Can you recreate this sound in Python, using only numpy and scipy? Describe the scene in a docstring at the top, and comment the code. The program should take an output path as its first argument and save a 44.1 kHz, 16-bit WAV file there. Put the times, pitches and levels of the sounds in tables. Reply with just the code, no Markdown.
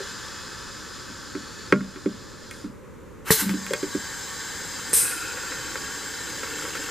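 """Air-driven piston filler in a workshop.

Air hisses through a throttle as the piston draws back; a hand knocks an empty plastic jar into place.
A valve vents, the nozzle bangs open and the piston pushes: water drums on the jar's bottom, then
splashes and gurgles in it. A second valve puffs half-way through the push. The room rumbles."""
import sys
import numpy as np
from scipy import signal
from scipy.fft import rfft, irfft
from scipy.io import wavfile

SR = 44100
rng = np.random.default_rng(int(sys.argv[2]) if len(sys.argv) > 2 else 0)


def waveform_to_disk(signal):
    """Save audio, clipped to [-1, 1], as 16-bit WAV at the path in sys.argv[1]."""
    frames = np.transpose(np.atleast_2d(signal))
    scaled = np.clip(frames, -1, 1) * 32767
    samples = np.round(scaled).astype(np.int16)
    wavfile.write(sys.argv[1], SR, samples)


N = 304290
TIME, FREQ = np.arange(N) / SR, np.arange(N // 2 + 1) * SR / N
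JET_S = 3.42   # water reaches the jar

# left-right likeness of hiss and splash; the 2-3 kHz band sounds fully centred: freq_hz, correlation
HISS_LIKENESS = [(300, 0.88), (1200, 0.95), (2000, 1), (3000, 1), (3900, 0.99), (7500, 0.72), (10000, 0.75),
                 (14000, .66)]


def draw_hiss(gain_db=3):
    """Air whistles out through a throttle as the piston draws back; the jar moves in and shades it."""
    # turbulence: freq_hz, level_db
    spectrum = [(450, -12), (850, 0.5), (1300, -2.5), (1600, 7), (2250, -7.5), (2750, -7.5), (3600, -3),
                (5100, 1), (5900, -2.5), (7400, 0.5), (8400, -15.5), (9500, -9), (10500, -19.5),
                (15000, -20.5)]
    # throttle resonances: freq_hz, width_hz, gain_db
    peaks = [(1152, 45, 11), (1310, 45, 11), (1548, 14, 8), (1734, 12, 12), (2560, 5.9, 17),
             (2960, 28, 8.5), (3350, 31, 11.5), (3640, 14, 9), (4116, 10, 12), (7030, 70, 1)]
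    hiss = air(spectrum, HISS_LIKENESS, peaks, ripple_db=2, ripple_hz=30) + from_db(-11) * whistle()
    flow = stroke(start_s=-.05, end_s=2.635, first_db=-39, steady_db=-45.7, settle_s=0.96)
    shading = from_db(-4 * ramp(start_s=1.7, length_s=0.057))
    return from_db(gain_db) * flow * shading * hiss


def push_hiss(gain_db=2.5):
    """Air escapes through a second throttle as the piston pushes; a faint wisp comes first."""
    # turbulence: freq_hz, level_db
    spectrum = [(450, -20.5), (850, 1), (1250, -2.5), (1600, 0.5), (2000, -2), (2400, -8), (3400, -15.5),
                (4300, -4.5), (5300, -9), (5850, -12), (7500, -2.5), (8500, -9), (10400, -16.5),
                (15000, -15.5)]
    # throttle resonances: freq_hz, width_hz, gain_db
    peaks = [(1129, 5.7, 15), (1534, 56, 6), (1634, 14, 13.5), (1794, 11.5, 15), (2160, 18, -26),
             (3102, 30, 19), (3497, 140, 13.5), (3944, 29, 16.5), (4680, 15, 15), (4930, 57, 9.5),
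             (5216, 69, 13.5), (5480, 32, 12.5), (6330, 190, 12.5), (6830, 19, 2), (7100, 38, -5),
             (7025, 49, 12), (7577, 83, 13)]
    hiss = air(spectrum, HISS_LIKENESS, peaks, ripple_db=1.9, ripple_hz=30)
    flow = stroke(start_s=3.34, end_s=7.0, first_db=-42, steady_db=-36.5, settle_s=0.38)
    wisp = burst(start_s=3, level_db=-46, attack_s=-0.5, hold_s=0.1, fall_db_per_s=83)
    return from_db(gain_db) * (flow + wisp) * hiss


def stroke(start_s, end_s, first_db, steady_db, settle_s, open_s=0.046):
    """Air flow gain: the valve opens, the pressure settles, the valve shuts."""
    unsettled = np.exp(-np.maximum(TIME - start_s, 0) / settle_s)
    valve = burst(start_s, steady_db, open_s, end_s - start_s - open_s, fall_db_per_s=185)
    return valve * from_db((first_db - steady_db) * unsettled)


def whistle(pitch_hz=5015, half_width_hz=86, hop_hz=4480, hop_s=1.32, hop_length_s=.36):
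    """Narrow noise on a pitch that hops down and back."""
    hopped = (TIME > hop_s) & (TIME < hop_s + hop_length_s)
    phase = 2 * np.pi * np.cumsum(np.where(hopped, hop_hz, pitch_hz)) / SR
    a, b = cut(rng.standard_normal((2, N)), half_width_hz, "low")
    return rms_one(a * np.cos(phase) + b * np.sin(phase))


def nozzle_valve():
    """The valve vents in bright spurts, with a duller rush through its hose."""
    # spurts: start_s, vent_db, rush_db, attack_s, hold_s, fall_db_per_s
    spurts = [(3.237, -33.5, -31, 0.046, .035, 220), (3.303, -15.5, -42, 0.0053, 0.012, 192),
              (3.357, -27, -30, 0.044, .012, 328), (3.45, -46, -37.5, 0.05, 0.0056, 377)]
    # vent turbulence: freq_hz, level_db
    vent_spectrum = [(450, -28), (900, -32), (1700, 3), (2600, -8), (4000, -1), (4600, -1), (6500, 2),
                     (8500, 3.5), (12200, 3.5), (15000, -1.5)]
    # hose turbulence: freq_hz, level_db
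    rush_spectrum = [(450, -8.5), (800, -6), (1150, 2), (2000, -4.5), (2800, -3.5), (3500, -16),
                     (8000, -35)]
    vent_flow = sum(burst(s, db, *shape) for s, db, _, *shape in spurts)
    rush_flow = sum(burst(s, db, *shape) for s, _, db, *shape in spurts)
    peaks = [(4050, 63, 6.9), (6350, 120, 1.9)]   # freq_hz, width_hz, gain_db
    vent = vent_flow * air(vent_spectrum, HISS_LIKENESS, peaks, ripple_db=3.5)
    return vent + rush_flow * air(rush_spectrum, HISS_LIKENESS, ripple_db=3.5)


def second_valve():
    """Two leaks, then a puff that dies as the pressure falls."""
    # air bursts: start_s, level_db, attack_s, hold_s, fall_db_per_s
    puffs = [(2.498, -52, .012, .004, 100), (4.875, -42, .02, .008, 300), (4.927, -16.5, 0.0067, 0.05, 117)]
    # turbulence: freq_hz, level_db
    spectrum = [(1200, -29), (2200, -21), (3300, -24), (5500, -15.5), (7200, -15), (8000, -4.5),
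                (8550, -3.5), (9700, -5.5), (10200, -9), (12000, -10.5), (15000, -20)]
    peaks = [(8540, 45, 5.9), (9100, 20, 2.4), (8700, 35, 3)]   # freq_hz, width_hz, gain_db
    flow = sum(burst(*puff) for puff in puffs)
    return flow * air(spectrum, HISS_LIKENESS, peaks, ripple_db=3, ripple_hz=25.45)


def cylinders():
    """Pistons hit their stops and thump the frame; the small one lacks bass."""
    # impacts: start_s, level_db, low_cut_hz, t60_scale
    stops = [(3.305, -0.5, 60, 0.6), (4.9306, -15, 300, 0.16)]
    # frame modes: freq_hz, level_db, t60_s
    frame = [(129, -0.5, 0.051), (171, -7, 0.14), (438, -2, 0.18), (475, -3, 0.019), (930, 2, 0.018),
             (1095, -17.5, 0.064), (1854, -4.5, 0.049), (1900, -6, 0.02)]
    out = np.zeros(N)
    for start_s, level_db, low_cut_hz, t60_scale in stops:
        add(out, start_s, from_db(level_db) * cut(strike(frame, t60_scale), low_cut_hz, "high"))
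    return out


def handling(gap_s=.0118):
    """A hand knocks the jar, the hardest knock rebounds, the nozzle ticks on the wall."""
    # hand on jar: start_s, bottom_db, pitch_hz, wall_db, t60_scale
    knocks = [(.002, -25.5, 456, -35, 1.6), (1.094, -34.5, 252, -60, .6), (1.351, -21, 310, -27, 0.98),
              (1.724, -4, 346, -2.5, 0.7), (1.959, -31.5, 344, -31, 1.1), (2.059, -10.5, 296, -27, .73),
              (2.642, -24, 257, -39, 1.04)]
    # nozzle on wall: start_s, wall_db
    ticks = [(2.511, -28.5), (3.493, -27), (3.665, -26), (3.735, -16)]
    hardest_s = max(knocks, key=lambda knock: knock[1])[0]
    # columns as in knocks; the bottom gets weaker and higher, each gap doubles
    rebounds = [(hardest_s + gap_s * (2 ** (k + 1) - 1), -16 - 4.5 * k, 149 + 40.3 * k, -27, 0.8)
                for k in range(3)]
    tick_blows = [(s, None, None, db, 1.4) for s, db in ticks]
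    return (jar(knocks, tilt_db_per_oct=0.5) + jar(rebounds, tilt_db_per_oct=-2)
            + jar(tick_blows, tilt_db_per_oct=13.5, crack_db=0.5, crack_hz=9100))


def filling_blows(plop_hz=492):
    """Water drums on the jar's bottom, then the jar is bumped a few times; later the water plops."""
    # drumming, then bumps: start_s, bottom_db, pitch_hz, t60_scale
    thuds = [(3.417, -23, 236, 1.9), (3.459, -20.5, 208, 1.9), (3.493, -16.5, 200, 0.52),
             (3.509, -22.5, 186, 0.99), (3.539, -19.5, 270, 0.81), (3.707, -16.5, 520, 0.88),
             (3.735, -19, 520, 0.77), (3.829, -15.5, 348, 0.86), (3.949, -14, 313, 0.56)]
    # rising water: start_s, wall_db
    plops = [(5.108, -26.5), (5.372, -29.5), (5.519, -24.5), (5.756, -21), (6.432, -21), (6.651, -24),
             (6.752, -22.5)]
    thud_blows = [(s, db, hz, db - 13.5, t60_scale) for s, db, hz, t60_scale in thuds]
    plop_blows = [(s, db - 10.5, plop_hz, db, 1.37) for s, db in plops]
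    return (jar(thud_blows, tilt_db_per_oct=15, reach_oct=0.7, crack_db=-1, crack_hz=6500)
            + jar(plop_blows, tilt_db_per_oct=1.5, reach_oct=0.82, crack_db=-8))


def jar(blows, tilt_db_per_oct, reach_oct=0.83, crack_db=-10, crack_hz=5000, crack_s=0.0018):
    """Blows ring the walls with a crack; those with a pitch also flex the bottom around it."""
    # flexing bottom modes: freq_hz, level_db, t60_s
    bottom = [(141.4, -11.5, 0.36), (193.3, 0.5, 0.35), (221, -6.5, 0.34), (255, -11.5, 0.33),
              (296.3, 3.5, 0.16), (368, 1, 0.073), (401.3, -8, 0.15), (397, 5, 0.087), (464, -12, 0.24),
              (530, 3.5, 0.069), (596, -9.5, 0.28)]
    # stiff wall modes: freq_hz, level_db, t60_s
    walls = [(658, 2, 0.04), (887, -2, 0.014), (1070, -9, 0.027), (1110, -7, 0.1), (1325, 5.5, 0.055),
             (1410, -14, 0.37), (1590, 6, 0.041), (1870, 2, 0.034), (2100, -21, 0.023), (2167, -1.5, 0.056),
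             (2450, -9, 0.056), (2685, -14.5, 0.06), (3350, -8, 0.024), (4100, -26.5, 0.05)]
    tilted = [(hz, db + tilt_db_per_oct * np.log2(hz / walls[0][0]), t60) for hz, db, t60 in walls]
    out, t = np.zeros(N), TIME[:SR // 3]
    for start_s, bottom_db, pitch_hz, wall_db, t60_scale in blows:
        if pitch_hz:
            span_oct = reach_oct * from_db(0.45 * (bottom_db + 14))   # harder blows reach more modes
            reached = [(hz, db - 10 * np.log10(1 + (2 * np.log2(hz / pitch_hz) / span_oct) ** 4), t60)
                       for hz, db, t60 in bottom]
            add(out, start_s, from_db(bottom_db) * strike(reached, t60_scale))
        crack = cut(rng.standard_normal(len(t)) * np.exp(-t / crack_s), crack_hz, "low")
        add(out, start_s, from_db(wall_db) * (strike(tilted, t60_scale) + from_db(crack_db) * crack))
    return cut(out, 117, "high")   # a small body radiates little bass


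def splashing():
    """The jet sprays the inside of the jar and rings hollow in the shallow water."""
    # wet jar resonances: freq_hz, width_hz, level_db
    wet_jar = [(310, 230, -6), (455, 64, 3), (877, 66, -11.5), (1395, 280, -3.5), (1550, 290, -1),
               (2050, 190, -7.5), (2200, 110, -3.5), (2680, 61, -3.5), (3180, 190, -6), (4560, 1100, -22),
               (10200, 4000, -20)]
    # shallow water resonances: freq_hz, width_hz, level_db
    hollow = [(1372, 44, -1.5), (1470, 70, -1.5), (2570, 120, -8.5)]
    spray = from_db(-2) * stirring() * droplets(wet_jar, rate_per_s=600, spread_db=3)
    shallow = burst(start_s=5, level_db=-37.5, attack_s=0, hold_s=.28, fall_db_per_s=23.5)
    return spray + shallow * droplets(hollow, rate_per_s=450, spread_db=-0.5)


def droplets(modes, rate_per_s, spread_db):
    """Drops of uneven size tick into resonances; unit power."""
    sizes = from_db(spread_db * np.minimum(rng.exponential(1, (2, N)), 4)) * rng.choice([-1, 1], (2, N))
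    drops = sizes * (rng.random((2, N)) < rate_per_s / SR)
    body = sum((-1) ** k * from_db(db) * resonance(hz, width) for k, (hz, width, db) in enumerate(modes))
    mid, side = rfft(drops) * body
    return stereo(mid, side, HISS_LIKENESS)


def gurgle(count=420, decay_cycles=9, pitch_spread=0.049, rise=0.0062, spread_db=1.5, scatter_s=0.043):
    """Bubbles dragged under by the jet ring briefly, rising in pitch as they near the surface."""
    # bubble sizes: pitch_hz, level_db
    bubbles = [(290, -1.5), (500, 0.5), (1440, 9), (1580, -13), (2680, 2)]
    out, t = np.zeros(N), TIME[:SR // 10]
    times_s = np.linspace(JET_S, TIME[-1], count)
    for s, (late, detune, strength) in zip(times_s, rng.standard_normal((count, 3))):
        hz, db = bubbles[rng.integers(len(bubbles))]
        hz = hz * np.exp(pitch_spread * detune)
        age = t * hz / decay_cycles
        ping = np.sin(2 * np.pi * hz * t * (1 + rise * age)) * np.exp(-age)
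        add(out, min(s + scatter_s * late, TIME[-1]), from_db(db + 1 + spread_db * strength) * ping)
    return out * stirring()


def stirring():
    """How hard the jet stirs the water, as a gain."""
    # splash strength: time_s, level_db
    strength = [(4.03, -57.5), (4.8, -47.5), (5.07, -46), (6.22, -46.5), (6.44, -43.5), (6.62, -42),
                (6.9, -40.5)]
    return ramp(JET_S, length_s=0.13) * from_db(3 + np.interp(TIME, *np.transpose(strength)))


def reverb(x, t60_s=0.09, cutoff_hz=3500, width=0.28):
    """The workshop's dull diffuse tail, partly shared by both channels."""
    decay = np.exp(-np.log(1000) * TIME[:SR] / t60_s)
    mid, side = cut(rng.standard_normal((2, SR)) * decay, cutoff_hz, "low")
    tail = mid + width * side * [[1], [-1]]
    return signal.fftconvolve(x[None], tail / np.sqrt(np.sum(tail ** 2) / 2), axes=1)[:, :N]


def rumble():
    """Steady low noise of the workshop."""
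    # room noise: freq_hz, level_db
    spectrum = [(20, -18.5), (45, -9), (75, -4), (140, -6.5), (300, -8.5), (540, -9), (750, -22),
                (1100, -17.5), (2100, -27), (2900, -35), (5200, -40), (7000, -34.5), (8500, -40.5),
                (15000, -46.5)]
    # left-right likeness: freq_hz, correlation
    likeness = [(30, 0.33), (70, 0.12), (200, 0.25), (500, 0.38), (1500, 0.89), (8000, 0.64)]
    return air(spectrum, likeness)


def air(spectrum, likeness, peaks=(), ripple_db=0, ripple_hz=60):
    """Turbulent noise lifted by resonances; sheet-metal reflections ripple its spectrum."""
    lift = sum(from_db(db) ** 2 * abs(resonance(hz, width)) ** 2 for hz, width, db in peaks)
    gain = from_db(over_hz(spectrum)) * np.sqrt(1 + lift)
    ripple = np.interp(FREQ / ripple_hz, np.arange(2000), rng.standard_normal(2000))
    mid, side = rfft(rng.standard_normal((2, N))) * gain * from_db(ripple_db * ripple)
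    return stereo(mid, side, likeness)


def strike(modes, t60_scale, scatter_db=1):
    """Decaying modes, each struck with its own strength; peak 1."""
    hz, db, t60 = np.transpose(modes)[:, :, None]
    t = TIME[:SR // 3]
    sign = (-1) ** (np.arange(len(hz))[:, None] // 2)   # opposed pairs: the ring swells for a few ms
    gain = sign * from_db(db + scatter_db * rng.standard_normal(hz.shape))
    decay = np.exp(-np.log(1000) * t / (t60 * t60_scale))
    out = np.sum(gain * np.sin(2 * np.pi * hz * t) * decay, axis=0)
    return out / np.max(abs(out))


def burst(start_s, level_db, attack_s, hold_s, fall_db_per_s):
    """Gain that swells, holds and dies away; a negative attack starts at once and advances the fall."""
    falling_s = np.maximum(TIME - start_s - attack_s - hold_s, 0)
    return ramp(start_s, attack_s) ** 2 * from_db(level_db - fall_db_per_s * falling_s)


def ramp(start_s, length_s):
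    """Linear rise from 0 to 1."""
    return np.clip((TIME - start_s) / max(length_s, 1e-4), 0, 1)


def stereo(mid, side, likeness):
    """Two unrelated spectra to left and right signals; unit power."""
    alike = np.clip(over_hz(likeness), -1, 1)
    return rms_one(irfft(np.sqrt(1 + alike) * mid + np.sqrt(1 - alike) * side * [[1], [-1]], N))


def resonance(hz, width_hz):
    """Band-pass response, peak 1."""
    return 1j * FREQ * width_hz / (hz ** 2 - FREQ ** 2 + 1j * FREQ * width_hz)


def cut(x, hz, kind):
    """Second-order high- or low-pass."""
    return signal.sosfilt(signal.butter(2, hz, kind, fs=SR, output="sos"), x)


def over_hz(points):
    """Table interpolated over log frequency."""
    hz, value = np.transpose(points)
    return np.interp(np.log(FREQ + 1), np.log(hz), value)


def add(track, start_s, sound):
    """Mix a sound in at its time."""
    at = max(round(start_s * SR), 0)
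    track[at:at + len(sound)] += sound[:N - at]


def from_db(db):
    """Decibels to gain."""
    return 10 ** (np.asarray(db) / 20)


def rms_one(x):
    """Scale to unit power."""
    return x / np.sqrt(np.mean(x ** 2) + 1e-20)


def scene():
    """Machine and jar close by, over the workshop's rumble."""
    blows = handling() + filling_blows() + cylinders()
    flows = draw_hiss() + push_hiss() + nozzle_valve() + second_valve() + splashing() + gurgle()
    room = from_db(-43) * rumble() + from_db(-16) * reverb(blows)
    return flows * from_db([[.3], [-.3]]) + blows + room


def record(dry, cutoff_hz=15100):
    """Two slightly unequal microphones with a deep low-mid notch; peaks clipped, top cut."""
    # housing shade: freq_hz, left_minus_right_db
    imbalance = [(60, -1.3), (200, 0.6), (370, -1.8), (520, -0.5), (750, 1.5), (1300, 0.6), (2400, -0.5),
                 (8000, 0.1)]
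    shade = from_db(over_hz(imbalance) * [[.5], [-.5]])
    notch = 1 - 0.8 * resonance(hz=678, width_hz=192)
    heard = np.clip(irfft(rfft(dry) * notch * shade, N), -1, 1)
    return signal.sosfilt(signal.ellip(12, .1, 80, cutoff_hz, fs=SR, output="sos"), heard)


dry = scene()
out = record(dry)
waveform_to_disk(out)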